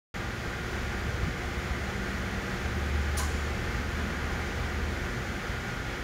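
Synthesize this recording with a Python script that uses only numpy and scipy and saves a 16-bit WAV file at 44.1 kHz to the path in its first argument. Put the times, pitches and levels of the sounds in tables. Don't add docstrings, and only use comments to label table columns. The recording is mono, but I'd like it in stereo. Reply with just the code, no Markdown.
import sys
import numpy as np
from scipy import signal
from scipy.fft import rfft, irfft
from scipy.io import wavfile
from scipy.ndimage import map_coordinates

SR = 44100
rng = np.random.default_rng(int(sys.argv[2]) if len(sys.argv) > 2 else 0)


def generate_wav(sig):
    pcm = np.round(np.clip(np.atleast_2d(sig).T, -1, 1) * 32767).astype(np.int16)
    wavfile.write(sys.argv[1], SR, pcm)


N = 265923
TIME_S = np.arange(N) / SR
BINS_HZ = np.maximum(np.arange(N // 2 + 1) * SR / N, 1)
CUTOFF_HZ = 15650


def from_db(db):
    return 10 ** (np.asarray(db) / 20)


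def at_hz(rows, hz):
    points_hz, *columns = np.transpose(rows)
    return [np.interp(np.log(hz), np.log(points_hz), column) for column in columns]


def drift(rate_hz):
    knots = rng.standard_normal(512)
    coarse_s = TIME_S[::64]
    return np.interp(TIME_S, coarse_s, map_coordinates(knots, [coarse_s * rate_hz], mode="mirror"))


def flutter(left_hz, right_hz):
    return np.array([drift(left_hz), drift(right_hz)])


def swell(crest_s, spread_s):
    return np.exp(-.5 * ((TIME_S - crest_s) / spread_s) ** 2)


def crest(peak_db, slope_db_per_s, crest_s=3.37):
    return peak_db - slope_db_per_s * np.abs(TIME_S - crest_s)


def resonate(x, hz, width_hz):
    radius = np.exp(-np.pi * width_hz / SR)
    feedback = [1, -2 * radius * np.cos(2 * np.pi * hz / SR), radius ** 2]
    return signal.lfilter(np.array([1, 0, -1]) * (1 - radius ** 2) / 2, feedback, x + 1e-18)


def tone(phase_rad, rms_db, lead_rad, pan_db=0):
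    sides = np.array([[.5], [-.5]])
    return np.sqrt(2) * from_db(rms_db + pan_db * sides) * np.sin(phase_rad + lead_rad * sides)


def air(spectrum, ripple_db=0):
    # freq_hz, coherence, left_lead_rad, left_minus_right_db
    field = [(40, 0.93, 0.3, 1), (110, 0.87, -0.26, -0.5), (200, 0.94, -0.54, 0.5), (344, 0.22, 0.4, 1.5),
             (428, 0.41, -2, -4.5), (614, 0.7, -3, -2.5), (760, 0.6, -2.5, -3), (1165, 0.78, -3, .5),
             (1590, 0.67, -4.5, 2.5), (1776, 0.04, -2.5, 2.5), (1900, 0.34, 0.5, 2), (2220, 0.16, 0.5, 2),
             (2760, 0.29, -3, -1.5), (4060, 0.16, -5, 0.5), (15000, 0, -0.5, 0)]
    coherence, lead_rad, pan_db = at_hz(field, BINS_HZ)
    shared, diffuse = rfft(rng.standard_normal((2, N))) * np.sqrt(SR / 2)
    right = coherence * np.exp(-1j * lead_rad) * shared + np.sqrt(1 - coherence ** 2) * diffuse
    pair = np.array([shared * from_db(pan_db / 2), right * from_db(-pan_db / 2)])
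    knots_hz = np.arange(0, 5000, 35)
    ripple = np.interp(BINS_HZ, knots_hz, rng.uniform(-1, 1, len(knots_hz)), right=0)
    return irfft(pair * from_db(at_hz(spectrum, BINS_HZ)[0] + ripple_db * ripple), N)


def building_rumble():
    # freq_hz, density_db_per_hz
    spectrum = [(12, -86), (25, -69), (38, -57.5), (55, -56), (75, -57), (110, -60.5), (155, -64),
                (205, -60.5), (290, -73), (500, -81), (1500, -115)]
    return air(spectrum) * from_db(crest(peak_db=.5, slope_db_per_s=.44) + .23 * drift(6.6))


def fan_rush():
    # freq_hz, density_db_per_hz
    spectrum = [(150, -100.5), (330, -65.5), (480, -66), (720, -66), (950, -66), (1200, -63), (1550, -65.5),
                (1900, -68), (2150, -70), (2500, -74), (4300, -82), (7000, -85), (7800, -94), (9000, -93.5),
                (10000, -96.5), (15700, -99)]
    rush = air(spectrum, ripple_db=2.5)
    return rush * from_db(crest(peak_db=.3, slope_db_per_s=.32) + .37 * drift(12))


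def motor_hum(waver_db=2.4, wander_rad=.65):
    # pitch_hz, rms_db, left_lead_rad, left_minus_right_db
    tones = [(54, -47, -.3, 0), (119.8, -47, -.2, 0), (239.6, -53, -.2, 0), (269.2, -58, -.3, 0),
             (339.8, -58.5, -.6, 0), (346.5, -57, -.6, 0), (360.1, -52, -.5, 0), (405.1, -57, -2, -2),
             (461.6, -53, -2, -2), (480.3, -56, -1.8, -2), (519.5, -58, -2, -2), (538.3, -57, -2.4, -2),
             (596.2, -56, -2.9, -2), (693.1, -59, -2.6, -2), (810.2, -57, -1.8, -2), (1193.7, -52.5, -3, 0),
             (1432.1, -46.9, 1.7, -5), (2880, -65, 3, 0), (2999.9, -64, .3, 0), (3119.7, -65, 2.4, 0),
             (3239.6, -64, .6, 0), (3480, -65.5, 1.4, 2), (6119.5, -71.5, .6, 0), (6922, -70, 1, 2)]
    out = np.zeros((2, N))
    for hz, db, lead_rad, pan_db in tones:
        phase_rad = 2 * np.pi * hz * TIME_S + wander_rad * drift(3.006)
        out += tone(phase_rad, db + waver_db * flutter(4.25, 3.935), lead_rad, pan_db)
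    return out


def ballast_buzz(mains_hz=59.997):
    # freq_hz, partial_rms_db
    spectrum = [(3700, -74), (5000, -76), (6100, -77), (6700, -76), (7400, -75.5), (7900, -90), (9300, -84),
                (10000, -89), (10800, -86), (12400, -86), (14000, -88)]
    partials_hz = 2 * mains_hz * np.arange(31, 112)
    rms = from_db(at_hz(spectrum, partials_hz)[0])
    phases_rad = rng.uniform(0, 2 * np.pi, (2, len(partials_hz)))
    comb = np.zeros((2, len(BINS_HZ)), complex)
    comb[:, np.round(partials_hz * N / SR).astype(int)] = N / np.sqrt(2) * rms * np.exp(1j * phases_rad)
    return irfft(comb, N)


def duct_whirr(pitch_hz=1690, wander_hz=21.92, level_db=-58, waver_db=8):
    phase_rad = 2 * np.pi * np.cumsum(pitch_hz + wander_hz * drift(3)) / SR
    band = drift(45) * np.cos(phase_rad) + drift(45) * np.sin(phase_rad)
    return band * from_db(level_db + waver_db * flutter(3.22, 4.15))


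def drone(pitch_hz=192.6, crest_db=-43):
    hum = tone(2 * np.pi * pitch_hz * TIME_S, crest_db + flutter(11, 13), lead_rad=-.27)
    return hum * swell(crest_s=2.3, spread_s=.52)


def distant_engine(first_hz=64.6, top_hz=84, run_up_tau_s=5.4, flutter_db=.5):
    # time_s, rms_db
    levels = [(.14, -50), (.7, -50), (.88, -39), (1.25, -40), (1.45, -44), (1.9, -41.5), (2.42, -45),
              (2.55, -37.5), (2.78, -35.5), (2.92, -30), (3.17, -31.5), (3.55, -35.5), (3.72, -45),
              (3.85, -37), (4.25, -36.5), (4.7, -36), (5.05, -41), (5.4, -59)]
    firing_hz = top_hz - (top_hz - first_hz) * np.exp(-TIME_S / run_up_tau_s)
    rms_db = np.interp(TIME_S, *np.transpose(levels)) + flutter_db * flutter(15, 6.4)
    return tone(2 * np.pi * np.cumsum(firing_hz) / SR, rms_db, lead_rad=-.2)


def floor_scuffs():
    # crest_s, rms_db, spread_s
    strokes = [(2.8, -56, 0.059), (3.95, -40.5, 0.12), (4.124, -47, 0.11), (4.36, -39.5, 0.16)]
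    # freq_hz, relative_db
    spectrum = [(100, -51), (170, 7.5), (215, 3), (300, -3), (650, -20), (1080, 2.5), (1500, -9),
                (2500, -13), (8000, -51)]
    rub = air(spectrum)
    envelope = sum(from_db(db) * swell(crest_s, spread_s) for crest_s, db, spread_s in strokes)
    return envelope * rub / np.std(rub)


def bumps(width_share=.28, side_share=.53, attack_s=.003):
    # start_s, rms_db, centre_hz, t60_s
    knocks = [(.47, -27, 60.5, 0.13), (.995, -32, 75, .14), (1.066, -27, 97, 0.15), (1.14, -27, 75.4, 0.19),
              (1.229, -21.5, 84, 0.14), (1.265, -29, 165, 0.15), (1.277, -28, 224, 0.15),
              (1.707, -25, 71, .14), (4.04, -33.5, 206, 0.4), (5.495, -25.5, 60, 0.1)]
    out = np.zeros((2, N))
    for start_s, db, hz, t60_s in knocks:
        mid, side = rng.standard_normal((2, SR // 2))
        push = mid + side_share * side * np.array([[1], [-1]])
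        width_hz = width_share * hz
        boom = resonate(resonate(push, hz, width_hz), hz, width_hz)[:, SR // 6:]
        age_s = TIME_S[:boom.shape[1]]
        envelope = (1 - np.exp(-age_s / attack_s)) * from_db(-60 * age_s / t60_s)
        rms = np.sqrt(np.average(np.mean(boom ** 2, axis=0), weights=envelope ** 2))
        start = round(start_s * SR)
        out[:, start:start + len(age_s)] += from_db(db) * envelope * boom / rms
    return out


def shop_reverb(x, build_s=.002):
    # centre_hz, t60_s, level_db
    bands = [(500, .65, 0), (2000, .7, -3), (3300, .75, -7), (5500, .75, -4.5), (7100, .72, -2.5),
             (8000, .72, -8), (9200, .68, -10), (11500, .6, -11), (13000, .48, -16.5), (16000, .34, -20)]
    age_s, hz = TIME_S[:SR], np.arange(SR // 2 + 1)
    centres_hz, t60s_s, _ = np.transpose(bands)
    noise = rfft(rng.standard_normal((2, SR)))
    response = np.zeros((2, SR))
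    for weights, t60_s in zip(np.eye(len(bands)), t60s_s):
        band = irfft(noise * np.interp(hz, centres_hz, weights), SR)
        response += band * from_db(-60 * age_s / t60_s)
    response *= (1 - np.exp(-age_s / build_s)) * (1 + 2.9 * np.exp(-age_s / .015))
    response /= np.sqrt(np.sum(response ** 2) / 2)
    coloured = irfft(rfft(x) * from_db(at_hz(bands, BINS_HZ)[1]), N)
    return signal.fftconvolve(coloured[None], response, axes=1)[:, :N]


def contact_force(hz, skid_s=3.165, skid_db=4.5, skid_db_per_octave=2.5, contact_tau_s=.0013):
    # start_s, strength_db, tilt_db_per_octave
    contacts = [(3.1715, -7, 0), (3.1745, -6, -1), (3.1776, -2.5, 1.5), (3.1828, -5.5, 4), (3.1851, -2, -1),
                (3.1946, 2, -1.5), (3.2065, -9.5, -2), (3.2138, -3.5, -1), (3.2245, -12, -4),
                (3.2325, -5.5, -2)]
    first, last = round((skid_s - .05) * SR), round((skid_s + .2) * SR)
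    time_s = TIME_S[first:last]
    octaves = np.log2(hz / 7000)
    corners_s = np.cumsum([skid_s, .010, .012, .007])
    bursts = [(np.interp(time_s, corners_s, [0, 1, 1, 0]), skid_db + skid_db_per_octave * octaves)]
    for start_s, db, db_per_octave in contacts:
        decay = (time_s >= start_s) * np.exp(-np.abs(time_s - start_s) / contact_tau_s)
        bursts.append((decay, db + db_per_octave * octaves))
    grains = rng.laplace(0, 1, len(time_s))
    envelope = sum(from_db(db) * shape / np.linalg.norm(grains * shape) for shape, db in bursts)
    return np.pad(grains * envelope, (first, N - last))


def bench_knocks(blows):
    # pitch_hz, width_hz, bite_db, landing_db, settle_db
    modes = [(655, 25, 5, 8, 0), (815, 16, 12, 18, 4), (1015, 14, 3, 22, 4), (1110, 20, 4, 13, 18),
             (1200, 18, 17, 18, 10), (1640, 25, 13, 10, 0), (1950, 20, 6, 11, 6)]
    return sum(resonate(from_db(blows_db) @ blows, hz, width_hz) for hz, width_hz, *blows_db in modes)


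def steel_ring(landing, gain_db=23, width_hz=2.2):
    # pitch_hz, relative_db
    modes = [(6718, -6), (6826, -1), (6891, -1), (6960, -3), (7040, -2), (7130, 0), (7210, -3), (7300, -7),
             (7480, -9)]
    return sum((-1) ** k * from_db(gain_db + db) * resonate(landing, hz, width_hz)
               for k, (hz, db) in enumerate(modes))


def steel_clank(blows_s=(3.178, 3.195, 3.2245), dense_width_hz=700, left_lag_s=.0002045):
    # pitch_hz, width_hz, relative_db
    modes = [(2130, 190, 3), (3250, 350, -3.5), (4200, 720, -7.5), (5600, 830, -1.5), (6270, 560, -4.5),
             (6900, 260, 0), (7130, 400, 1), (8200, 600, -9), (9050, 650, -4.5), (10650, 600, -2.5),
             (11150, 730, -4.5), (12000, 500, -5.5), (13600, 1200, -15), (15300, 1800, -16)]
    steel = sum(from_db(db) * resonate(contact_force(hz), hz, width_hz) for hz, width_hz, db in modes)
    dense_hz = np.arange(3000, CUTOFF_HZ, dense_width_hz)
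    dense = sum(resonate(contact_force(hz), hz, dense_width_hz) for hz in dense_hz)
    bite, landing, settle = (signal.unit_impulse(N, round(at_s * SR)) for at_s in blows_s)
    bench = bench_knocks(np.array([bite, landing, settle]))
    ring = steel_ring(landing)
    direct = from_db(-6) * (steel + ring) + bench
    left = np.interp(TIME_S - left_lag_s, TIME_S, direct)
    room = shop_reverb(from_db(-1) * dense + ring + from_db(-2) * bench)
    return np.array([left, direct]) + from_db(-2) * room


def scene():
    steady = building_rumble() + fan_rush() + motor_hum() + ballast_buzz() + duct_whirr()
    return steady + drone() + distant_engine() + floor_scuffs() + bumps() + steel_clank()


def record(dry, start_s=.1406, fade_s=.002):
    gate = np.clip((TIME_S - start_s) / fade_s, 0, 1)
    lowpass = signal.ellip(12, .1, 90, CUTOFF_HZ, fs=SR, output="sos")
    return signal.sosfilt(lowpass, dry * gate)


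dry = scene()
out = record(dry)
generate_wav(out)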